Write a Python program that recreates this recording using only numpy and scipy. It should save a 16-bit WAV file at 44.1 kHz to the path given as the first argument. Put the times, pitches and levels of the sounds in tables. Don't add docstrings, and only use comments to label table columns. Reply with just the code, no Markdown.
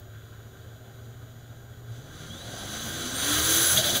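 import sys
import numpy as np
from scipy import signal
from scipy.fft import rfft, irfft
from scipy.io import wavfile
from scipy.ndimage import uniform_filter1d

SR = 44100
rng = np.random.default_rng(int(sys.argv[2]) if len(sys.argv) > 2 else 0)


def inscribe(sig):
    pcm = np.round(np.clip(np.atleast_2d(sig).T, -1, 1) * 32767)
    wavfile.write(sys.argv[1], SR, pcm.astype(np.int16))


def invert_db(level):
    return 10 ** (np.asarray(level, dtype=float) / 20)


N = 176400
T = np.arange(N) / SR
HZ = np.maximum(np.arange(N // 2 + 1) * SR / N, 1)

# time in seconds, firing rate in Hz, air rush level in dB.
ENGINE_RUN = [(0.0, 104.6, -60), (0.05, 107.6, -62), (0.68, 113.5, -60.5), (1.85, 118.1, -61),
              (1.94, 113, -53.5), (2.04, 135.6, -53), (2.14, 149.6, -48.5), (2.48, 182.6, -42),
              (2.53, 186.4, -41.5), (2.78, 219.2, -36.5), (2.97, 241, -34), (3.1, 252.3, -34.5),
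              (3.31, 295, -25), (3.4, 310.3, -23.5), (3.69, 343.0, -22), (3.76, 344.7, -21)]
# multiple of the camshaft rate, level creeping in dB, level at full load in dB.
EXHAUST_ORDERS = [(1, -76, -60), (2, -68, -48), (3, -70, -48.5), (4, -70, -50), (5, -64, -50),
                  (6, -64, -58), (7, -63.5, -58), (8, -53, -40), (9, -67, -59), (10, -66, -58.5),
                  (11, -65.5, -47), (13, -76, -48), (14, -77, -61), (15, -69, -62), (16, -66, -58.5),
                  (19, -76, -61), (20, -71, -61)]
BODY_HZ, BODY_WIDTH_HZ, BODY_DB = 100, 60, 6
PIPE_DIP_HZ, PIPE_DIP_WIDTH_HZ, PIPE_DIP_DB = 190, 45, -6
ORDER_WOBBLE_DB, LOAD_CURVE = 3.0, 0.9
OVERRUN_DB_PER_KHZ, OVERRUN_S = -25.5, 0.14

# time in seconds, main mesh in Hz, its level in dB, other gears relative in dB.
GEAR_WHINE = [(0, 371.7, -64, -1), (1.4, 400.2, -68, -1), (1.9, 414.9, -64, -11), (2.1, 465, -63, -16),
              (2.3, 532, -59, -15), (2.6, 589.7, -59, -16), (2.8, 640, -75, -15)]
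# ratio to the main mesh, level in dB.
OTHER_GEARS = [(1.186, -3), (1.62, -3)]
GEAR_WOBBLE_DB = 3.0

# frequency in Hz, level in dB.
RUMBLE_COLOUR = [(20, -23), (50, -19), (100, -4.5), (180, -14), (390, -13), (600, -20), (760, -24),
                 (950, -32)]
ROAR_COLOUR = [(60, -7), (130, 1), (250, -3), (400, -5.5), (600, -2.5), (780, -4), (950, -17.5),
               (1100, -28)]
CLATTER_COLOUR = [(800, 2.5), (1500, 0.5), (3500, -8.5), (6300, -21), (10000, -24), (15000, -26)]
INTAKE_COLOUR = [(800, 2), (1500, 0), (3500, 0), (6300, -4), (10000, -9), (15000, -15)]
JET_COLOUR = [(800, -9), (1500, -5), (3500, -3), (6300, 0.5), (10000, 1.5), (15000, 1.5)]
BLOWBACK_COLOUR = [(800, -11), (1500, -6.5), (3500, -0.5), (6300, -6), (10000, -7), (15000, -7.5)]
RUMBLE_DB, ROAR_DB, CLATTER_DB, INTAKE_DB, JET_DB = -56.5, -37, -58.5, -27.5, -23.8
RUMBLE_GAIN_DB, ROAR_GAIN_DB, CLATTER_GAIN_DB, INTAKE_GAIN_DB, JET_GAIN_DB = 10, 22, 14, 46, 62
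INTAKE_FULL_LOAD = 0.84
FIRING_GATE = 0.12

# time in seconds, frequency in Hz, level in dB.
BLADE_TONE = [(2.2, 2700, -80), (2.31, 3250, -50), (2.6, 5000, -55), (2.8, 6300, -48), (3.05, 7900, -52),
              (3.16, 8750, -34), (3.3, 9500, -33), (3.45, 9800, -38), (3.73, 10200, -28.5)]
SECOND_DB, SECOND_FROM_HZ = 0.5, 4700
TURBO_WOBBLE_DB, TURBO_JITTER = 2.5, 0.0012
LIFT_S, LIFT_FADE_S, AIR_FADE_S = 3.735, 0.006, 0.12

# start in seconds, level in dB, ring in Hz, 60 dB decay in seconds.
VALVE_SLAMS = [
    (3.763, -15, 6430, 0.034),
    (3.773, -9, 3300, .016),
    (3.778, -10, 3590, .025),
]
# peak in seconds, level in dB, honk in Hz.
COMPRESSOR_SURGES = [
    (3.776, -22, 635),
    (3.847, -24, 590),
    (3.905, -31, 570),
    (3.958, -32, 560),
]
SURGE_RISE_S, SURGE_FALL_S, SURGE_BED_DB = 0.014, 0.032, -29
HONK_LAG_S, HONK_S, HONK_DB = 0.02, 0.016, -9

# centre in Hz, width in Hz, level in dB.
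HOUSING_PEAKS = [(1130, 250, -9), (1478, 327, 1), (2150, 600, -12.5), (3300, 450, 1.5), (3854, 400, 0),
                 (4600, 850, -6), (6145, 480, 2), (6670, 330, -3), (7460, 800, -5), (9000, 900, -7.5),
                 (10000, 355, 1), (10700, 800, -5), (13250, 700, -5.5), (14800, 1600, -5)]
HOUSING_FLOOR_DB, CAB_T60_S, CAB_DB = -18, 0.11, -7
# frequency in Hz, level in dB.
ELECTRONIC_TONES = [(6858, -68.5), (13717, -68.5)]
HISS_DB, CUTOFF_HZ, FADE_S = -66, 15700, 0.035


def rms_one(x):
    return x / np.sqrt(np.mean(x ** 2) + 1e-20)


def in_time(rows):
    s, *columns = np.transpose(rows)
    return [np.interp(T, s, column) for column in columns]


def drift(rate_hz):
    pole = np.exp(-80 * np.pi * rate_hz / SR)
    white = rng.standard_normal(N // 40 + 2002)
    slow = signal.lfilter([1], [1, -2 * pole, pole * pole], white)[2000:]
    return np.interp(np.arange(N) / 40, np.arange(len(slow)), rms_one(slow))


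def peak(hz, centre_hz, width_hz):
    return 1 / (1 + (2 * (hz - centre_hz) / width_hz) ** 4)


def tone(hz):
    return np.sqrt(2) * np.sin(2 * np.pi * (np.cumsum(hz) / SR + rng.random()))


def steady_tone(hz):
    return tone(np.full(N, hz))


def noise(colour, shape, patchy_db):
    hz, db = np.transpose(colour)
    gain = invert_db(np.interp(np.log(HZ), np.log(hz), db)) * shape
    spectrum = rfft(rng.standard_normal(N)) * gain
    place = np.clip(np.log(HZ / hz[0]) / np.log(hz[-1] / hz[0]) * 3, 0, 3)
    together = drift(4.0)
    out = 0
    for k in range(4):
        band = irfft(spectrum * np.clip(1 - abs(place - k), 0, 1), N)
        out = out + band * invert_db(patchy_db * (1.03 * together + drift(15.0)))
    return rms_one(out)


def throttle(fade_s):
    return np.clip((LIFT_S - T) / fade_s + 1, 0, 1)


def housing():
    hz = np.arange(0, SR / 2 + 10, 10)
    power = invert_db(2 * HOUSING_FLOOR_DB)
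    for centre_hz, width_hz, db in HOUSING_PEAKS:
        power = power + invert_db(2 * db) * peak(hz, centre_hz, width_hz)
    shell = np.interp(HZ, hz, np.sqrt(power))
    tail = rng.standard_normal(4000) * invert_db(-60 * T[:4000] / CAB_T60_S)
    tail = tail / np.sqrt(np.sum(tail ** 2))
    cab = abs(1 + invert_db(CAB_DB) * rfft(tail, N))
    return shell, cab


def exhaust(firing_hz, load):
    shut = 1 - throttle(OVERRUN_S)
    effort = np.clip(load - 0.08, 0, 1) ** LOAD_CURVE
    out = 0
    for order, creep_db, full_db in EXHAUST_ORDERS:
        hz = order * firing_hz / 8
        db = creep_db + (full_db - creep_db) * effort
        db = db + BODY_DB * peak(hz, BODY_HZ, BODY_WIDTH_HZ)
        db = db + PIPE_DIP_DB * peak(hz, PIPE_DIP_HZ, PIPE_DIP_WIDTH_HZ)
        db = db + OVERRUN_DB_PER_KHZ * shut * hz / 1000
        db = db + ORDER_WOBBLE_DB * (1 + 0.6 * load) * drift(8.8)
        out = out + invert_db(db) * tone(hz)
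    return out


def driveline():
    hz, db, others_db = in_time(GEAR_WHINE)
    out = invert_db(GEAR_WOBBLE_DB * drift(3.4)) * tone(hz)
    for ratio, level_db in OTHER_GEARS:
        out = out + invert_db(others_db + level_db + GEAR_WOBBLE_DB * drift(3.4)) * tone(ratio * hz)
    return invert_db(db) * out


def rumble_and_roar(load, cab):
    low = 1 / (1 + (HZ / 1100) ** 8)
    rumble = noise(RUMBLE_COLOUR, low, patchy_db=1.0)
    roar = noise(ROAR_COLOUR, low * cab * HZ / (HZ + 30), patchy_db=1.5)
    rumble_db = RUMBLE_DB + RUMBLE_GAIN_DB * load
    roar_db = ROAR_DB + ROAR_GAIN_DB * (load - 1)
    return invert_db(rumble_db) * rumble + invert_db(roar_db) * roar


def air(firing_hz, load, shape):
    gate = 1 + FIRING_GATE * tone(firing_hz)
    clatter_db = CLATTER_DB + CLATTER_GAIN_DB * load
    intake_db = INTAKE_DB + INTAKE_GAIN_DB * np.minimum(load - INTAKE_FULL_LOAD, 0)
    jet_db = JET_DB + JET_GAIN_DB * (load - 1)
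    clatter = invert_db(clatter_db) * gate * noise(CLATTER_COLOUR, shape, patchy_db=0.94)
    intake = invert_db(intake_db) * noise(INTAKE_COLOUR, shape, patchy_db=0.75)
    jet = invert_db(jet_db) * noise(JET_COLOUR, shape, patchy_db=1.0)
    return clatter + (intake + jet) * throttle(AIR_FADE_S)


def turbo(shell):
    hz, db = in_time(BLADE_TONE)
    hz = uniform_filter1d(hz, size=4001) * (1 + TURBO_JITTER * drift(40.0))
    first = np.interp(hz, HZ, shell) * tone(hz)
    second_gain = invert_db(SECOND_DB) * np.interp(2 * hz, HZ, shell) ** 1.6
    second_gain = second_gain * np.clip(hz / SECOND_FROM_HZ, 0, 1) ** 5 * (hz < CUTOFF_HZ / 2)
    second = second_gain * tone(2 * hz)
    return invert_db(db + TURBO_WOBBLE_DB * drift(20.0)) * throttle(LIFT_FADE_S) * (first + second)


def slams():
    out = 0
    for s, db, hz, t60_s in VALVE_SLAMS:
        age_s = np.maximum(T - s, 0)
        attack = np.minimum(age_s / 0.0011, 1)
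        out = out + invert_db(db - 60 * age_s / t60_s) * np.sin(2 * np.pi * hz * age_s) * attack
    return out


def flutter(shape):
    puffs = invert_db(SURGE_BED_DB) * (1 - throttle(AIR_FADE_S))
    honks = 0
    for s, db, hz in COMPRESSOR_SURGES:
        width_s = np.where(T < s, SURGE_RISE_S, SURGE_FALL_S)
        puffs = puffs + invert_db(db) * np.exp(-((T - s) / width_s) ** 2)
        honk_swell = np.exp(-((T - s - HONK_LAG_S) / HONK_S) ** 2)
        honks = honks + invert_db(db + HONK_DB) * honk_swell * steady_tone(hz)
    return puffs * noise(BLOWBACK_COLOUR, shape, patchy_db=2.0) + honks


def scene():
    firing_hz, rush_db = in_time(ENGINE_RUN)
    firing_hz = uniform_filter1d(firing_hz, size=2001)
    load = np.clip((rush_db - rush_db.min()) / np.ptp(rush_db), 0, 1)
    shell, cab = housing()
    shape = cab * shell * HZ ** 4 / (HZ ** 4 + 800 ** 4)
    mono = exhaust(firing_hz, load) + driveline() + rumble_and_roar(load, cab)
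    mono = mono + air(firing_hz, load, shape) + turbo(shell)
    mono = mono + slams() + flutter(shape)
    return np.array([mono, mono])


def band_limit(x):
    return signal.sosfilt(signal.butter(12, 16780, fs=SR, output="sos"), x)


def record(dry):
    x = dry + invert_db(HISS_DB) * rng.standard_normal(N)
    for hz, db in ELECTRONIC_TONES:
        x = x + invert_db(db) * steady_tone(hz)
    x = irfft(rfft(x) * (HZ < CUTOFF_HZ), N)
    fade = np.clip(0.5 + (T[-1] - T) / FADE_S / 2, 0, 1)
    return band_limit(x * fade)


dry = scene()
out = record(dry)
inscribe(out)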